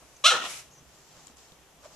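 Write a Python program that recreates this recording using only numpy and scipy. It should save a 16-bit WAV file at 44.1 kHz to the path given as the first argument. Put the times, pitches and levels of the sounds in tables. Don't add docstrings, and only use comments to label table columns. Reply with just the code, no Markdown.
import sys
import numpy as np
from scipy import signal
from scipy.fft import rfft, irfft
from scipy.io import wavfile
from scipy.ndimage import uniform_filter1d, minimum_filter1d

SR = 44100
rng = np.random.default_rng(int(sys.argv[2]) if len(sys.argv) > 2 else 0)


def log_audio(samples):
    frames = np.atleast_2d(samples).T
    limited = np.clip(frames, -1, 1)
    pcm = np.round(limited * 32767).astype(np.int16)
    wavfile.write(sys.argv[1], SR, pcm)


N = 85995
TIME_S, FREQS_HZ = np.arange(N) / SR, np.fft.rfftfreq(2 * N, 1 / SR)

# time_s, pitch_hz
BARK_PITCH_HZ = [(0.24, 551), (0.264, 658), (0.272, 702.2), (0.284, 722.3), (0.298, 688.8), (0.32, 522.2),
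                 (0.342, 481.5)]
# time_s, rasp_ratio
RASP_RATIO = [(0.24, .52), (0.265, 0.48), (0.29, .56), (0.31, 1), (0.345, .8)]
# time_s, level_db
FUNDAMENTAL_DB = [(0.236, -70.5), (0.242, -37), (0.26, -26.5), (0.272, -44.5), (0.283, -32), (0.298, -47),
                  (0.31, -56.5), (0.319, -36.5), (0.333, -31.5), (0.343, -38.5), (0.36, -100)]
OCTAVE_DB = [(0.238, -62), (0.243, -24.5), (0.254, -23), (0.265, -14.5), (0.272, -25), (0.278, -23),
             (0.286, -37), (0.297, -23.5), (0.31, -27.5), (0.325, -48.5), (0.35, -90)]
UPPER_VOICE_DB = [(0.237, -74), (0.2405, -28), (0.246, -18), (0.255, -16.5), (0.264, -9.5), (0.274, -16.5),
                  (0.286, -19), (0.315, -21.5), (0.332, -29), (0.342, -35), (0.36, -55), (0.39, -76)]
GROWL_DB = [(0.285, -53), (0.30, -38), (0.316, -22), (0.331, -35), (0.341, -28.5), (0.352, -27.5),
            (0.38, -72)]
# freq_hz, gain_db
THROAT_EQ_DB = [(150, -50), (380, -32), (600, -20), (900, -30.5), (1120, -10.5), (1330, -8), (1480, -25.5),
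                (1620, -8.5), (1800, -24), (2100, -11.5), (2600, -5), (3250, 2), (3600, -6), (3980, 1.5),
                (4700, -15), (5900, -8), (6800, -13), (8500, -20), (11000, -30), (13500, -48)]
GROWL_EQ_DB = [(150, -50.5), (400, -19), (700, -14.5), (950, -11.5), (1150, -3.5), (1330, -1), (1500, 1.5),
               (1630, -18), (1790, -2.5), (2000, -33.5), (4000, -22), (12000, -67.5)]
def bark(jitter=0.019, shimmer_db=2.5, drift_hz=252.2, subharmonic=0.161, rasp_depth=.7, smear_rad=.42):
    pitch_hz = curve(BARK_PITCH_HZ) * (1 + jitter * drift(drift_hz))
    phase = 2 * np.pi * np.cumsum(pitch_hz) / SR
    core = np.sin(phase) * envelope(FUNDAMENTAL_DB) + np.sin(2 * phase) * envelope(OCTAVE_DB)
    pulses = sum(np.cos(k * phase - smear_rad * k * k) for k in range(3, 20))
    pulses *= 1 + subharmonic * np.cos(phase / 2)
    pulses *= from_db(shimmer_db * drift(drift_hz))
    rasp = unit_rms(rng.standard_normal(N) * (1 + rasp_depth * np.cos(phase)))
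    rough = curve(RASP_RATIO)
    hoarse = np.sqrt(1 - rough ** 2) * unit_rms(pulses) + rough * rasp
    upper = even_level(equalise(hoarse, spectrum(THROAT_EQ_DB)))
    growl = even_level(equalise(rasp, spectrum(GROWL_EQ_DB)))
    return np.sqrt(2) * core + upper * envelope(UPPER_VOICE_DB) + growl * envelope(GROWL_DB)


# time_s, level_db
HUFF_DB = [(0.30, -75), (0.34, -29.5), (0.37, -33), (0.41, -40), (0.44, -35), (0.47, -37), (0.50, -49),
           (0.56, -69), (0.66, -67)]
# freq_hz, gain_db
HUFF_EQ_DB = [(80, -29), (135, -11.5), (200, -11.5), (330, -7), (520, -12), (700, 3), (850, -8), (1150, 0),
              (1370, -3.5), (1620, -36), (1830, 4), (2100, -11), (2700, 0), (3400, -1), (4500, -12),
              (6000, -8.5), (8000, -18), (14000, -32.5)]
def huff(flutter_db=2, flutter_hz=70.4):
    breath = noise(HUFF_EQ_DB) * (TIME_S > HUFF_DB[0][0])
    return breath * from_db(curve(HUFF_DB) + flutter_db * drift(flutter_hz))


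# time_s, level_db
NOSE_DB = [(0.39, -59), (0.45, -45.5), (0.50, -38), (0.55, -40.5), (0.595, -43.5), (0.63, -52.5),
           (0.70, -63.5)]
# freq_hz, gain_db
NOSE_EQ_DB = [(150, -23.5), (400, -6.5), (1300, -3), (1700, -3), (2300, 1.5), (3300, -1.5), (4500, -3.5),
              (5900, 2), (7500, -0.5), (9300, -6.5), (10500, -3), (12000, -11), (14000, -21)]
def nose_hiss():
    return noise(NOSE_EQ_DB) * from_db(curve(NOSE_DB))


# centre_s, length_s, level_db, pitch_hz
NOSTRIL_WHISTLES = [(0.169, 0.021, -58, 6200), (0.72, .04, -60, 6500), (0.74, 0.032, -59, 6680),
                    (0.776, 0.085, -59, 6130)]
def nostril_whistles(width_hz=370):
    return sum(from_db(db) * swell(centre_s, length_s) * wavering_tone(hz, width_hz)
               for centre_s, length_s, db, hz in NOSTRIL_WHISTLES)


# centre_s, length_s, level_db
SNUFFLE_PUFFS = [(0.031, 0.078, -59.5), (1.179, .13, -57.5), (1.851, .05, -49.5), (1.919, 0.11, -59)]
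# freq_hz, gain_db
SNUFFLE_EQ_DB = [(100, -5), (400, -9), (610, 6.5), (800, -3.5), (1150, 0.5), (1900, -11.5), (6000, -14.5),
                 (14000, -40)]
def snuffles():
    puffs = sum(from_db(db) * swell(centre_s, length_s) for centre_s, length_s, db in SNUFFLE_PUFFS)
    return noise(SNUFFLE_EQ_DB) * puffs


def grunt(centre_s=1.861, length_s=0.013, pitch_hz=618.3, level_db=-42.5):
    tone = np.sqrt(2) * np.sin(2 * np.pi * pitch_hz * TIME_S)
    return from_db(level_db) * swell(centre_s, length_s) * tone


# start_s, level_db, ring_hz, left_minus_right_db
CLAW_TICKS = [(0.166, -46.5, 6300, 0), (0.892, -56, 2240, 1), (1.2697, -46, 7200, 11),
              (1.2708, -43.5, 7100, 2), (1.281, -48.5, 3070, 6), (1.370, -48.5, 7500, 0),
              (1.5203, -49, 3600, 1)]
# freq_hz, gain_db
CLAW_EQ_DB = [(300, -9), (2000, -9), (3600, 3), (5500, -1), (7500, 10), (9000, -16), (14000, -20)]
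def claws(t60_s=.012, width_hz=470, click_gain=0.41):
    scratch = noise(CLAW_EQ_DB)
    out = np.zeros((2, N))
    for start_s, db, ring_hz, pan_db in CLAW_TICKS:
        resonance = signal.iirpeak(ring_hz, ring_hz / width_hz, fs=SR)
        ring = even_level(signal.lfilter(*resonance, scratch))
        gains = from_db([[db + pan_db / 2], [db - pan_db / 2]])
        out += (ring + click_gain * scratch) * decay(start_s, t60_s) * gains
    return out


# start_s, level_db, thump_hz
FOOTFALLS = [(0.826, -56.5, 283), (1.298, -51, 237), (1.522, -51.5, 173)]
# freq_hz, gain_db
PAW_EQ_DB = [(40, 0), (150, -6), (260, -13), (550, -4), (1200, -22), (6000, -26)]
def paws(t60_s=0.072, scuff_gain=0.69):
    scuff = scuff_gain * noise(PAW_EQ_DB)
    out = np.zeros((2, N))
    for start_s, db, thump_hz in FOOTFALLS:
        thump = np.sin(2 * np.pi * thump_hz * (TIME_S - start_s))
        out += (thump + scuff) * from_db(db) * decay(start_s, t60_s)
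    return out


# time_s, level_db
RUG_DB = [(0, -89), (0.12, -67), (0.88, -66), (0.94, -60.5), (1.08, -60.5), (1.21, -57), (1.31, -59.5),
          (1.35, -75), (1.385, -55), (1.48, -60), (1.6, -70.5), (1.78, -73), (1.85, -56.5), (1.9, -59.5),
          (1.95, -54.5)]
# freq_hz, gain_db
RUG_EQ_DB = [(150, -26), (700, 4), (1800, -6), (4000, 0.5), (5800, 4), (7600, 5), (8600, -10),
             (11000, -10.5), (14000, -16)]
def rug_rustle(grain_db=1.0, grain_hz=150):
    return noise(RUG_EQ_DB) * from_db(curve(RUG_DB) + grain_db * drift(grain_hz))


# delay_s, left_gain, right_gain
NEAR_TAPS = [(.0003, -.15, 0.13), (.0011, .15, .1), (.0023, .05, 0.25), (.0041, .15, .05)]
# freq_hz, left_minus_right_db
BARK_PAN_DB = [(600, 2), (1250, -3), (2200, -1), (4000, 2.5), (6500, 1), (8200, 7.5), (10000, 11),
               (13000, 13.5)]
def near_field(voice):
    echoes = sum(np.outer([left, right], np.interp(TIME_S - delay_s, TIME_S, voice))
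                 for delay_s, left, right in NEAR_TAPS)
    return pan_bands(voice + echoes, BARK_PAN_DB)


# freq_hz, gain_db
REVERB_EQ_DB = [(100, 2), (600, -5.5), (1350, 1), (3000, -9), (6000, -0.5), (12000, 3)]
def reverb(voice, level_db=-4.5, delay_s=0.0028, low_t60_s=.42, high_t60_s=.24, split_hz=2720):
    tail = noise(REVERB_EQ_DB)
    low = signal.sosfilt(signal.butter(2, split_hz, fs=SR, output="sos"), tail)
    high = signal.sosfilt(signal.butter(2, split_hz, "high", fs=SR, output="sos"), tail)
    response = low * decay(delay_s, low_t60_s) - high * decay(delay_s, high_t60_s)
    response = unit_rms(response) / np.sqrt(N)
    return from_db(level_db) * signal.fftconvolve(voice[None], response, axes=1)[:, :N]


# time_s, level_db
HUM_DB = [(0, -71.5), (0.65, -67), (0.82, -59), (0.9, -72), (1.2, -64.5), (1.35, -84), (1.95, -67.5)]
# freq_hz, gain_db
AMBIENT_EQ_DB = [(20, -3.5), (45, -3.5), (66, 10), (95, -3), (200, -1.5), (400, 0), (750, -2), (1500, -7),
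                 (3000, -19), (7000, -27.5), (14000, -17.5)]
def room_tone(noise_db=-59.5, hum_hz=147, hum_width_hz=15):
    ambient = from_db(noise_db) * noise(AMBIENT_EQ_DB)
    return ambient + from_db(curve(HUM_DB)) * wavering_tone(hum_hz, hum_width_hz)


# freq_hz, coherence_ratio
NOISE_COHERENCE = [(30, .6), (130, 1), (600, 0.8), (1300, 0.6), (2900, 0.29), (6200, 0.1), (13000, .05)]
# freq_hz, left_minus_right_db
NOISE_PAN_DB = [(60, -7), (250, -1), (1300, 1), (3000, 1), (6500, 0), (9000, 5), (13000, 1)]
def noise(eq_db):
    mid, side = rfft(rng.standard_normal((2, 2 * N))) * from_db(spectrum(eq_db))
    coherence = spectrum(NOISE_COHERENCE)
    stereo = irfft(np.sqrt(1 + coherence) * mid + np.sqrt(1 - coherence) * side * [[1], [-1]])
    return unit_rms(pan_bands(stereo[:, :N], NOISE_PAN_DB))


def from_db(db):
    return 10 ** (np.asarray(db) / 20)


def unit_rms(x):
    return x / np.sqrt(np.mean(x ** 2) + 1e-20)


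def even_level(x):
    return x / np.sqrt(uniform_filter1d(x ** 2, size=441) + 1e-9)


def curve(rows):
    return np.interp(TIME_S, *np.transpose(rows))


def envelope(rows):
    return from_db(curve(rows)) * (TIME_S > rows[0][0]) * (TIME_S < rows[-1][0])


def spectrum(rows):
    hz, value = np.transpose(rows)
    return np.interp(np.log(FREQS_HZ + 1), np.log(hz), value)


def equalise(x, gain_db):
    cepstrum = irfft(np.log(from_db(gain_db)))
    cepstrum[1:N] *= 2
    cepstrum[N + 1:] = 0
    return irfft(rfft(x, 2 * N) * np.exp(rfft(cepstrum)))[..., :N]


def pan_bands(stereo, pan_db):
    half_db = spectrum(pan_db) / 2
    return np.array([equalise(stereo[0], half_db), equalise(stereo[1], -half_db)])


def drift(rate_hz):
    white = rfft(rng.standard_normal(2 * N))
    return unit_rms(irfft(white / (1 + (FREQS_HZ / rate_hz) ** 2))[:N])


def wavering_tone(pitch_hz, width_hz):
    phase = 2 * np.pi * pitch_hz * TIME_S
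    return unit_rms(drift(width_hz) * np.sin(phase) + drift(width_hz) * np.cos(phase))


def swell(centre_s, length_s):
    return np.exp(-2 * (2 * (TIME_S - centre_s) / length_s) ** 2)


def decay(start_s, t60_s):
    return (TIME_S >= start_s) * from_db(-60 * np.maximum(TIME_S - start_s, 0) / t60_s)


def scene():
    voice = bark()
    bark_in_room = near_field(voice) + reverb(voice)
    breath = huff() + nose_hiss() + nostril_whistles() + snuffles() + grunt()
    steps = rug_rustle() + paws() + claws()
    return bark_in_room + breath + steps + room_tone()


def record(dry, window_samples=88, cutoff_hz=14200):
    peak = -minimum_filter1d(-np.abs(dry).max(axis=0), size=window_samples)
    drive = uniform_filter1d(peak, size=window_samples) + 1e-9
    limited = dry * np.tanh(drive) / drive
    return signal.sosfilt(signal.ellip(12, .1, 80, cutoff_hz, fs=SR, output="sos"), limited)


dry = scene()
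out = record(dry)
log_audio(out)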